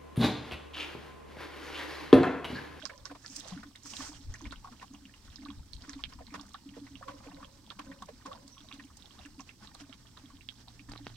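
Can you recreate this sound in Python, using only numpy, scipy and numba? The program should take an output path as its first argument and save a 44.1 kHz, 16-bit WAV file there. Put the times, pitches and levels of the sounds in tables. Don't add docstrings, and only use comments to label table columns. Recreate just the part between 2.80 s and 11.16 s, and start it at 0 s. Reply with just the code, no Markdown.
import sys
import numpy as np
from scipy import signal
from scipy.fft import rfft, irfft, next_fast_len
from scipy.io import wavfile
from scipy.ndimage import uniform_filter1d
from numba import njit

SR = 44100
rng = np.random.default_rng(int(sys.argv[2]) if len(sys.argv) > 2 else 0)


def unload_audio(sound):
    columns = np.transpose(np.atleast_2d(sound))
    steps = np.round(np.clip(columns, -1, 1) * 32767)
    wavfile.write(sys.argv[1], SR, steps.astype(np.int16))


N = 368676
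T = np.arange(N) / SR

# t/s, squelch level/dB, hiss level/dB
TEAT_PULLS = [(0.0, -54, -60), (0.7, -59, -52.5), (1.22, -57.5, -47.5), (1.65, -57.5, -59.5),
              (2.05, -81, -76), (2.619, -65.5, -70), (3.139, -65, -59), (3.55, -58.5, -78),
              (4.0, -68.5, -74), (4.47, -58, -65), (5.05, -62.5, -72), (5.5, -62, -92), (5.921, -66.5, -63),
              (6.38, -63.5, -66), (6.99, -62, -71), (7.45, -73, -84), (8.269, -61.5, -58)]


def glugs():
    # t/s, level/dB, f/Hz
    bubbles = [(0.035, -43.5, 279), (0.307, -37.5, 282), (0.502, -43, 269), (0.575, -45, 288),
               (0.723, -35, 182), (0.769, -34.5, 271), (0.859, -41, 282), (1.05, -47, 283),
               (1.127, -49.5, 227), (1.197, -34.5, 265), (1.293, -38.5, 289), (1.403, -45, 266),
               (1.504, -50, 273), (1.623, -40.5, 295.5), (1.638, -34.5, 288), (1.711, -40, 275),
               (1.917, -44.5, 246), (2.112, -39.5, 258), (2.138, -41, 279), (2.224, -47, 275),
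               (2.253, -46.5, 266), (2.454, -54, 260), (2.593, -41, 271), (2.62, -40, 277),
               (2.651, -39, 281), (2.69, -35, 281), (3.086, -36.5, 278.5), (3.161, -37, 273),
               (3.358, -46, 249), (3.392, -47, 271), (3.476, -47, 230), (3.525, -37.5, 280),
               (3.577, -42, 276), (3.605, -39.5, 282), (3.863, -38, 277), (3.924, -44.5, 283),
               (3.971, -40, 277), (4.02, -37, 275), (4.112, -43.5, 276), (4.148, -41, 264),
               (4.287, -44, 289), (4.342, -43.5, 287), (4.412, -58, 260), (4.473, -40, 280),
               (4.538, -41.5, 278), (4.619, -43.5, 271), (4.788, -55, 300), (4.863, -49, 215),
               (4.996, -40, 285), (5.072, -42, 268), (5.098, -39, 270), (5.218, -45, 208),
               (5.337, -44, 266), (5.456, -43.5, 275), (5.652, -46, 267), (5.809, -47.5, 286),
               (5.886, -50, 260), (5.936, -44, 277), (5.99, -42, 276), (6.049, -43.5, 274),
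               (6.38, -48, 226), (6.455, -43, 289), (6.585, -40.5, 269), (7.017, -41, 281),
               (7.097, -44, 265), (7.44, -42.5, 274), (7.54, -44, 274), (8.002, -44.5, 277),
               (8.091, -40, 274), (8.127, -49, 298), (8.209, -41, 280), (8.265, -53, 263)]
    t_s, db, hz = with_small(bubbles, per_s=2, low_hz=193, high_hz=316.5, top_db=-49)
    pitch, late, length = rng.random((len(t_s), 3)).T
    t60_s = 0.11 * (0.75 + 0.56 * length)
    cavity = rings(t_s - 0.006, db + 3, hz, t60_s, rise_s=0.011, glide=0.031)
    gulp_hz = hz * (0.623 + 0.38 * pitch)
    gulp = rings(t_s + 0.02114 * late, db - 4, gulp_hz, t60_s=0.1, rise_s=0.01, glide=0.043)
    return nearby(cavity + gulp, wet_db=-13, t60_s=0.07)


def slosh():
    # t/s, level/dB
    sloshes = [(0.116, -55), (4.276, -51.5), (4.568, -58), (4.644, -71), (5.074, -55), (5.482, -52)]
    lower = unit(band(band(wide_noise(), 546.3, 55), 546.3, 88))
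    upper = unit(band(band(wide_noise(), 1010, 82), 1010, 130))
    envelope = bursts(*np.transpose(sloshes), t60_s=0.61, rise_s=0.033)
    return envelope * undb(1.3 * walk(15)) * (lower + undb(-4) * upper)


def pops():
    # t/s, level/dB, f/Hz
    smacks = [(0.032, -42, 614), (0.054, -34, 1600), (0.096, -33, 1560), (0.254, -36.5, 1510),
              (0.298, -41, 1500), (0.311, -42, 710), (0.353, -42, 930), (0.446, -38, 1700),
              (0.653, -43.5, 660), (0.722, -40.5, 1030), (0.775, -41, 1440), (0.831, -37, 1470),
              (0.954, -42, 2100), (1.057, -43.5, 1320), (1.134, -42, 1070), (1.205, -36.5, 1190),
              (1.264, -39.5, 1390), (1.318, -43, 906), (1.542, -34, 1900), (1.607, -45, 1030),
              (1.654, -32.5, 2230), (1.724, -32.5, 1405), (1.845, -35, 1090), (1.872, -39.5, 1030),
              (1.923, -45.5, 1260), (2.015, -39.5, 1790), (2.026, -37, 1034), (2.14, -43.5, 980),
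              (2.294, -48, 1760), (2.338, -48.5, 2000), (2.478, -50, 1410), (2.527, -53, 1710),
              (2.658, -38.5, 1150), (2.701, -39.5, 1035), (3.039, -45, 1520), (3.093, -38, 1690),
              (3.134, -41.5, 1970), (3.191, -42, 970), (3.324, -45, 1380), (3.388, -42.5, 970),
              (3.407, -41, 694), (3.541, -30.5, 1275), (3.59, -40, 1130), (3.744, -32.5, 1210),
              (3.94, -48, 1940), (3.965, -40.5, 476), (4.067, -44, 2020), (4.21, -45, 720),
              (4.226, -34, 1210), (4.282, -32, 1100), (4.46, -43.5, 490), (4.516, -44, 947),
              (4.603, -42, 990), (4.628, -38.5, 1190), (4.907, -35.5, 1240), (4.993, -34.5, 1160),
              (5.116, -38, 1900), (5.222, -33.5, 1077), (5.286, -40.5, 598), (5.457, -31, 1047),
              (5.516, -35.5, 1120), (5.549, -39.5, 960), (5.77, -45.5, 1080), (5.91, -43.5, 1180),
              (5.996, -38.5, 1830), (6.101, -48.5, 1240), (6.305, -56, 1120), (6.39, -48.5, 755),
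              (6.458, -42.5, 1760), (6.596, -38.5, 987), (6.693, -42.5, 2100), (6.823, -45, 1520),
              (6.948, -46.5, 1210), (7.124, -48, 1380), (7.37, -44, 1260), (7.502, -48, 1160),
              (7.876, -46.5, 960), (8.09, -46, 1700), (8.114, -44, 1220), (8.153, -43.5, 1130)]
    pop_s = 0.011
    t_s, db, hz = with_small(smacks, per_s=2.5, low_hz=490, high_hz=2305, top_db=-51.5)
    plop_s, plop_db, plop_hz = cluster(t_s, db + 2.5, hz, count=9, span_s=1.8 * pop_s,
                                       log_spread=0.392, under_db=5.64, lead=0.1995)
    plops = rings(plop_s, plop_db, plop_hz, t60_s=24 / plop_hz, rise_s=3.17 / plop_hz)
    squelch = bursts(t_s + 0.0025, db - 15, t60_s=9 * pop_s, rise_s=0.011)
    return nearby(plops, wet_db=-2, t60_s=0.032) + squelch * froth()


def clicks():
    # t/s, level/dB, f/Hz, left minus right/dB
    lip_clicks = [(0.0243, -36, 3240, -6), (0.0542, -21.5, 5140, -9), (0.0995, -40, 2230, -8),
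                  (0.178, -42.5, 5630, -6), (0.255, -27, 5420, -7.5), (0.462, -28, 4970, -1),
                  (0.5, -41.5, 5850, -12), (0.5611, -31, 5800, 0), (0.607, -35, 3700, -2),
                  (0.647, -40, 3800, -1), (0.6845, -32.5, 6150, -4), (0.7066, -39.5, 3750, -2),
                  (0.958, -38.5, 3670, -3), (1.034, -39, 6980, -5), (1.053, -40, 5440, -3),
                  (1.136, -31.5, 2940, 2), (1.1676, -27, 3950, 5), (1.54, -30.5, 6200, -1),
                  (1.616, -40, 6100, -8), (1.709, -37, 3670, 1), (1.721, -34.5, 4140, 2),
                  (1.759, -41.5, 3000, -1), (1.998, -44.5, 2740, 0), (2.137, -43, 6370, 0),
                  (2.254, -40, 2920, 4), (2.3396, -46, 2870, -3), (2.502, -48, 3590, 1),
                  (2.5588, -32.5, 5080, -3), (2.652, -40, 3970, -7), (2.6856, -42, 2480, 0),
                  (2.704, -38.5, 3430, -2), (2.9335, -34, 4280, -10.5), (2.966, -42, 4070, -2),
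                  (3.021, -37.5, 4840, -1), (3.0948, -27.5, 5800, -2), (3.133, -33.5, 4180, -1),
                  (3.2384, -19.5, 3200, -2.5), (3.336, -39, 5140, 1), (3.468, -38, 4200, 3),
                  (3.5409, -38, 5630, -3.5), (3.597, -38.5, 3560, -2), (3.612, -37, 5360, -4),
                  (3.743, -35.5, 3660, -1), (3.8911, -43, 3000, 0), (4.155, -37, 2930, -4),
                  (4.2895, -48, 3050, -9), (4.52, -50, 2740, 2), (4.646, -38.5, 3170, 0),
                  (4.865, -45.5, 3460, 5), (4.903, -29, 3540, 0), (5.222, -42.5, 3600, -3),
                  (5.467, -42.5, 5700, -7), (5.53, -39.5, 3620, -3), (5.679, -42, 4700, 0),
                  (5.78, -41, 3240, -1), (5.806, -42, 3480, 1), (5.887, -40.5, 3780, 0),
                  (5.915, -40, 2530, -7), (5.9258, -31.5, 3500, 3), (6.223, -40.5, 3630, 0),
                  (6.2573, -42, 3500, -2), (6.308, -47.5, 3170, -6), (6.3912, -44, 3680, -6),
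                  (6.413, -48, 2690, -2), (6.451, -42, 2710, -4), (6.595, -42.5, 2560, -5),
                  (6.6063, -36.5, 5800, -8.5), (6.6921, -38.5, 2630, -5), (6.873, -37, 3900, 1),
                  (6.9498, -39, 4160, -1), (7.0016, -38, 3100, 4), (7.1275, -36.5, 3060, -5),
                  (7.3734, -41, 3830, -3), (7.609, -47.5, 2690, -9), (7.6884, -25.5, 3290, -3),
                  (7.883, -36, 3970, 3), (7.994, -42.5, 2500, -7), (8.1185, -37.5, 4730, -4),
                  (8.177, -37.5, 4000, -3)]
    count = 5
    t_s, db, hz = with_small(lip_clicks, per_s=2.5, low_hz=2500, high_hz=6000, top_db=-43)
    pan_db = np.pad(np.transpose(lip_clicks)[3], (0, len(t_s) - len(lip_clicks)))
    snap_s, snap_db, snap_hz = cluster(t_s, db + 3.5, hz, count, span_s=1.8 * 0.012,
                                       log_spread=0.33, under_db=11, lead=0.0598)
    cycles = np.clip(11.2 - 0.48 * (db + 18.5), 8, 40)
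    t60_s = np.repeat(cycles, count) / snap_hz
    side_db = np.repeat(pan_db / 2, count)
    sides = [rings(snap_s, snap_db + sign * side_db, snap_hz, t60_s, 0.063 * t60_s) for sign in (1, -1)]
    return nearby(np.array(sides), wet_db=-4.5, t60_s=0.06)


def spurts():
    # t/s, level/dB
    puffs = [(0.5616, -29.5), (0.597, -36.5), (0.6749, -42), (0.957, -48), (1.056, -42), (1.1338, -46),
             (1.265, -57), (1.7205, -47), (2.931, -49), (2.9477, -50), (3.6097, -50), (3.6636, -52),
             (3.689, -50), (3.7324, -49), (5.2215, -46.5), (5.257, -50.5), (5.459, -47.5), (5.677, -47),
             (5.938, -51), (6.048, -50), (6.169, -42), (6.457, -48), (6.5929, -52), (6.944, -45.5),
             (8.094, -49), (8.1194, -47.5)]
    # f/Hz, level/dB
    spectrum = [(1500, -30), (3500, -10), (6000, -1.5), (9000, -5), (11000, -25), (15500, -21)]
    t_s, db = np.transpose(puffs)
    t60_s = 0.029
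    envelope = bursts(t_s + 0.11 * t60_s, db - 5.5, t60_s, rise_s=0.24 * t60_s)
    return envelope * unit(shaped(wide_noise(), spectrum))


def draws():
    # t/s, level/dB, rise/s, hold/s, t60/s
    air_draws = [(0.561, -47.5, 0.22, 0.0092, 0.29), (1.073, -47.5, 0.069, 0.19, .5)]
    # f/Hz, level/dB
    spectrum = [(1180, -10), (2000, -7), (2090, -16), (2240, -6), (3900, -9), (5500, 4.5), (8360, -2),
                (10400, -21.5), (15500, -21)]
    t_s, db, rise_s, hold_s, t60_s = np.transpose(air_draws)
    sizzle = unit(shaped(wide_noise() * undb(2 * walk(89.4)), spectrum))
    return bursts(t_s, db, t60_s, rise_s, hold_s) * sizzle


def squeak():
    # t/s, level/dB, t60/s, rise/s
    event = [(5.718, -61, 0.85, 0.023)]
    return bursts(*np.transpose(event)) * unit(band(band(wide_noise(), 5800, 250), 5800, 350))


def sucking():
    # f/Hz, level/dB
    spectrum = [(1180, -3), (2000, -3), (2330, -8.5), (3200, -6), (4400, -5), (5640, -3.5), (10800, -22),
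                (15500, -45)]
    t_s, squelch_db, hiss_db = np.transpose(TEAT_PULLS)
    rise_s, t60_s = 0.24, 0.63
    foam = froth()
    crackle = saliva(per_s=200, low_hz=657, high_hz=3140, cycles=17.7, spread_db=4.56)
    squelch = 0.38 * foam + 0.63 * nearby(crackle, wet_db=-0.5, t60_s=0.04)
    leak = unit(shaped(wide_noise() * undb(4.5 * walk(45)), spectrum))
    fizz = saliva(per_s=200, low_hz=3000, high_hz=7220, cycles=19, spread_db=3.4)
    hiss = 0.6 * leak + 0.31 * nearby(fizz, wet_db=-0.72, t60_s=0.045)
    squelch_gain = undb(-73) + bursts(t_s, squelch_db, t60_s, rise_s)
    hiss_gain = undb(-63) + bursts(t_s, hiss_db, t60_s, rise_s)
    return squelch_gain * squelch + hiss_gain * hiss


def froth():
    # f/Hz, width/Hz, level/dB
    resonances = [(720, 2250, 2.5), (1030, 150, 10), (1380, 460, -14), (1760, 300, -29)]
    noise = wide_noise() * undb(5 * walk(70))
    return unit(sum(undb(db) * band(band(noise, hz, 2 * width_hz), hz, width_hz)
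                    for hz, width_hz, db in resonances))


def saliva(per_s, low_hz, high_hz, cycles, spread_db):
    when, pitch, size = rng.random((int(per_s * N / SR), 3)).T
    hz = low_hz * (high_hz / low_hz) ** pitch
    db = spread_db * np.minimum(-np.log(1 - size), 3.5)
    return unit(rings(when * N / SR, db, hz, t60_s=cycles / hz, rise_s=1 / hz))


def taps():
    # t/s, level/dB
    hits = [(8.088, -42), (8.118, -35), (8.135, -31), (8.159, -33), (8.267, -22.5), (8.279, -42),
            (8.3, -43)]
    # f/Hz, gain/dB
    spectrum = [(60, 0), (200, 9.5), (1500, 1.5), (4000, -5), (7000, -25), (15000, -34)]
    t_s, db = np.transpose(hits)
    impulses = np.zeros(N)
    impulses[((t_s + 0.0013) * SR).astype(int)] = -undb(db + 13.5)
    return nearby(shaped(impulses, spectrum), wet_db=-7, t60_s=0.025)


def wind():
    # t/s, level/dB
    gusts = [(0.23, -60), (0.74, -55), (1.23, -60), (1.38, -54), (1.49, -44), (1.68, -45), (1.79, -55),
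             (2.22, -73), (2.51, -58), (2.68, -57), (2.79, -49), (2.96, -49.5), (3.15, -53), (3.26, -50),
             (3.38, -56.5), (4.6, -62), (5.08, -69), (7.57, -58.5), (8.1, -49), (8.27, -54)]
    breeze = undb(-62.5 + 1.2 * walk(4.65))
    strength = breeze + bursts(*np.transpose(gusts), t60_s=0.3, rise_s=0.08)
    deep = unit(band(band(wide_noise(), 27.5, 30), 24, 49))
    rumble = unit(band(band(wide_noise(), 78, 37.6), 51, 53))
    return undb(24.5) * strength ** 1.51 * deep + undb(-1.5) * strength * rumble


def hum():
    # t/s, level/dB
    envelope = [(0.0, -66.5), (0.72, -67), (0.95, -70.5), (1.51, -63), (2.63, -71.5), (3.51, -79),
                (4.1, -61), (4.47, -67), (6.33, -70.5), (7.87, -62), (8.13, -55.5), (8.36, -54)]
    db = np.interp(T, *np.transpose(envelope))
    hz = 117.9 + 1.35 * walk(4.4)
    tone = np.sqrt(2) * np.sin(2 * np.pi * np.cumsum(hz) / SR)
    return undb(db + 1.45 * walk(3)) * tone


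def yard():
    # f/Hz, level/dB
    spectrum = [(15, -52), (25, 9.5), (104, -8), (165, -0.5), (275, 2), (391, -12.5), (586, -20.5),
                (977, -19.5), (2250, -29), (2800, -25), (5340, -14.5), (8000, -24.5), (10200, -28),
                (14500, -27.5), (15700, -29)]
    # f/Hz, width/Hz, level/dB
    peaks = [(4740, 300, -25), (6130, 310, -34), (7940, 810, -13)]
    hiss = unit(shaped(wide_noise(), spectrum))
    port_resonances = sum(undb(db) * unit(band(wide_noise(), hz, width_hz)) for hz, width_hz, db in peaks)
    return undb(-61 + 0.11 * walk(2.95)) * (hiss + port_resonances)


def nearby(x, wet_db, t60_s):
    t_s = np.arange(int(t60_s * SR)) / SR
    echoes = rng.standard_normal((2, len(t_s))) * (rng.random((2, len(t_s))) < 0.05)
    echoes *= undb(-60 * t_s / t60_s) * (t_s > 0.0015)
    echoes /= np.sqrt(np.sum(echoes ** 2, axis=1, keepdims=True))
    return x + undb(wet_db) * signal.fftconvolve(x * np.ones((2, 1)), echoes, axes=1)[:, :N]


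def with_small(rows, per_s, low_hz, high_hz, top_db):
    pull, late, size, pitch = rng.random((int(per_s * N / SR), 4)).T
    pull_s = np.transpose(TEAT_PULLS)[0][(pull * len(TEAT_PULLS)).astype(int)]
    t_s = np.clip(pull_s + 0.37 * (late - 0.5), 0, N / SR)
    small = t_s, top_db - 6.5 * size, low_hz * (high_hz / low_hz) ** pitch
    return np.concatenate([np.transpose(rows)[:3], small], axis=1)


def cluster(t_s, db, hz, count, span_s, log_spread, under_db, lead):
    late, pitch, size = rng.random((len(t_s), 3, count)).transpose(1, 0, 2)
    main = np.arange(count) == 0
    t_s = t_s[:, None] + np.where(main, 0, (late - lead) * span_s)
    hz = hz[:, None] * np.exp(np.where(main, 0, log_spread * (2 * pitch - 1)))
    db = db[:, None] - np.where(main, 0, under_db + 5 * size + 8 * np.abs(late - lead))
    return t_s.ravel(), db.ravel(), hz.ravel()


def rings(t_s, db, hz, t60_s, rise_s, glide=0.):
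    ones = np.ones(len(t_s))
    start = np.clip((t_s * SR).astype(np.int64), 0, N - 1)
    return damped_sines(start, undb(db), hz, np.maximum(t60_s, 0.002) * ones, rise_s * ones, glide)


@njit
def damped_sines(start, gain, hz, t60_s, rise_s, glide):
    y = np.zeros(N)
    for e in range(len(start)):
        phase, n = 0., int(t60_s[e] * SR)
        for i in range(min(n, N - start[e])):
            phase += 2 * np.pi * hz[e] * (1 + glide * i / n) / SR
            envelope = 1000. ** (-i / n) * min(1., i / (rise_s[e] * SR))
            y[start[e] + i] += gain[e] * envelope * np.sin(phase)
    return y


def bursts(t_s, db, t60_s, rise_s, hold_s=0.):
    envelope = np.zeros(N)
    for peak_s, peak_db, fade_s, up_s, stay_s in np.broadcast(t_s, db, t60_s, rise_s, hold_s):
        span = slice(max(int((peak_s - up_s) * SR), 0), int((peak_s + stay_s + fade_s) * SR))
        age_s = np.maximum(T[span] - peak_s + up_s, 0)
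        decay_db = 60 * np.maximum(age_s - up_s - stay_s, 0) / fade_s
        envelope[span] += undb(peak_db - decay_db) * np.minimum(age_s / up_s, 1) ** 2
    return envelope


def wide_noise():
    # f/Hz, left-right correlation
    correlation = [(30, .95), (70, .92), (300, .9), (620, .1), (1200, .55), (3000, .15), (8000, .1)]
    mid, side = rng.standard_normal((2, N))
    mid = filtered(mid, lambda hz: np.sqrt((1 + at(correlation, hz)) / 2))
    side = filtered(side, lambda hz: np.sqrt((1 - at(correlation, hz)) / 2))
    return np.array([mid + side, mid - side])


def walk(rate_hz):
    n = int(SR / rate_hz)
    steps = np.repeat(rng.standard_normal(N // n + 1), n)
    return 1.42 * uniform_filter1d(uniform_filter1d(steps, n), n)[:N]


def band(x, hz, width_hz):
    return signal.lfilter(*signal.iirpeak(hz, hz / width_hz, fs=SR), x)


def shaped(x, spectrum):
    return filtered(x, lambda hz: undb(at(spectrum, hz)))


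def filtered(x, gain):
    size = next_fast_len(N + 4096)
    hz = np.arange(size // 2 + 1) * SR / size
    return irfft(rfft(x, size) * gain(hz), size)[..., :N]


def at(points, hz):
    point_hz, values = np.transpose(points)
    return np.interp(np.log(np.maximum(hz, 1)), np.log(point_hz), values)


def undb(db):
    return 10 ** (np.asarray(db) / 20)


def unit(x):
    return x / np.sqrt(np.mean(x ** 2))


def scene():
    calf = glugs() + slosh() + pops() + clicks() + spurts() + draws() + squeak() + sucking()
    return calf + taps() + wind() + hum() + yard()


def record(dry):
    # f/Hz, left minus right/dB
    balance = [(60, 4), (110, -6), (200, 2.5), (380, -3.5), (700, -1.5), (1290, -1), (2380, -4),
               (4400, -13.5), (8120, 0.5), (15000, -1.5)]
    right_lag_s, cutoff_hz = 40e-6, 15800
    right_gain = lambda hz: 2 / (1 + undb(at(balance, hz)))
    left = filtered(dry[0], lambda hz: 2 - right_gain(hz))
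    right = filtered(dry[1], lambda hz: right_gain(hz) * np.exp(-2j * np.pi * hz * right_lag_s))
    lowpass = signal.ellip(10, 0.2, 70, cutoff_hz, fs=SR, output="sos")
    return signal.sosfilt(lowpass, np.array([left, right]))


dry = scene()
out = record(dry)
unload_audio(out)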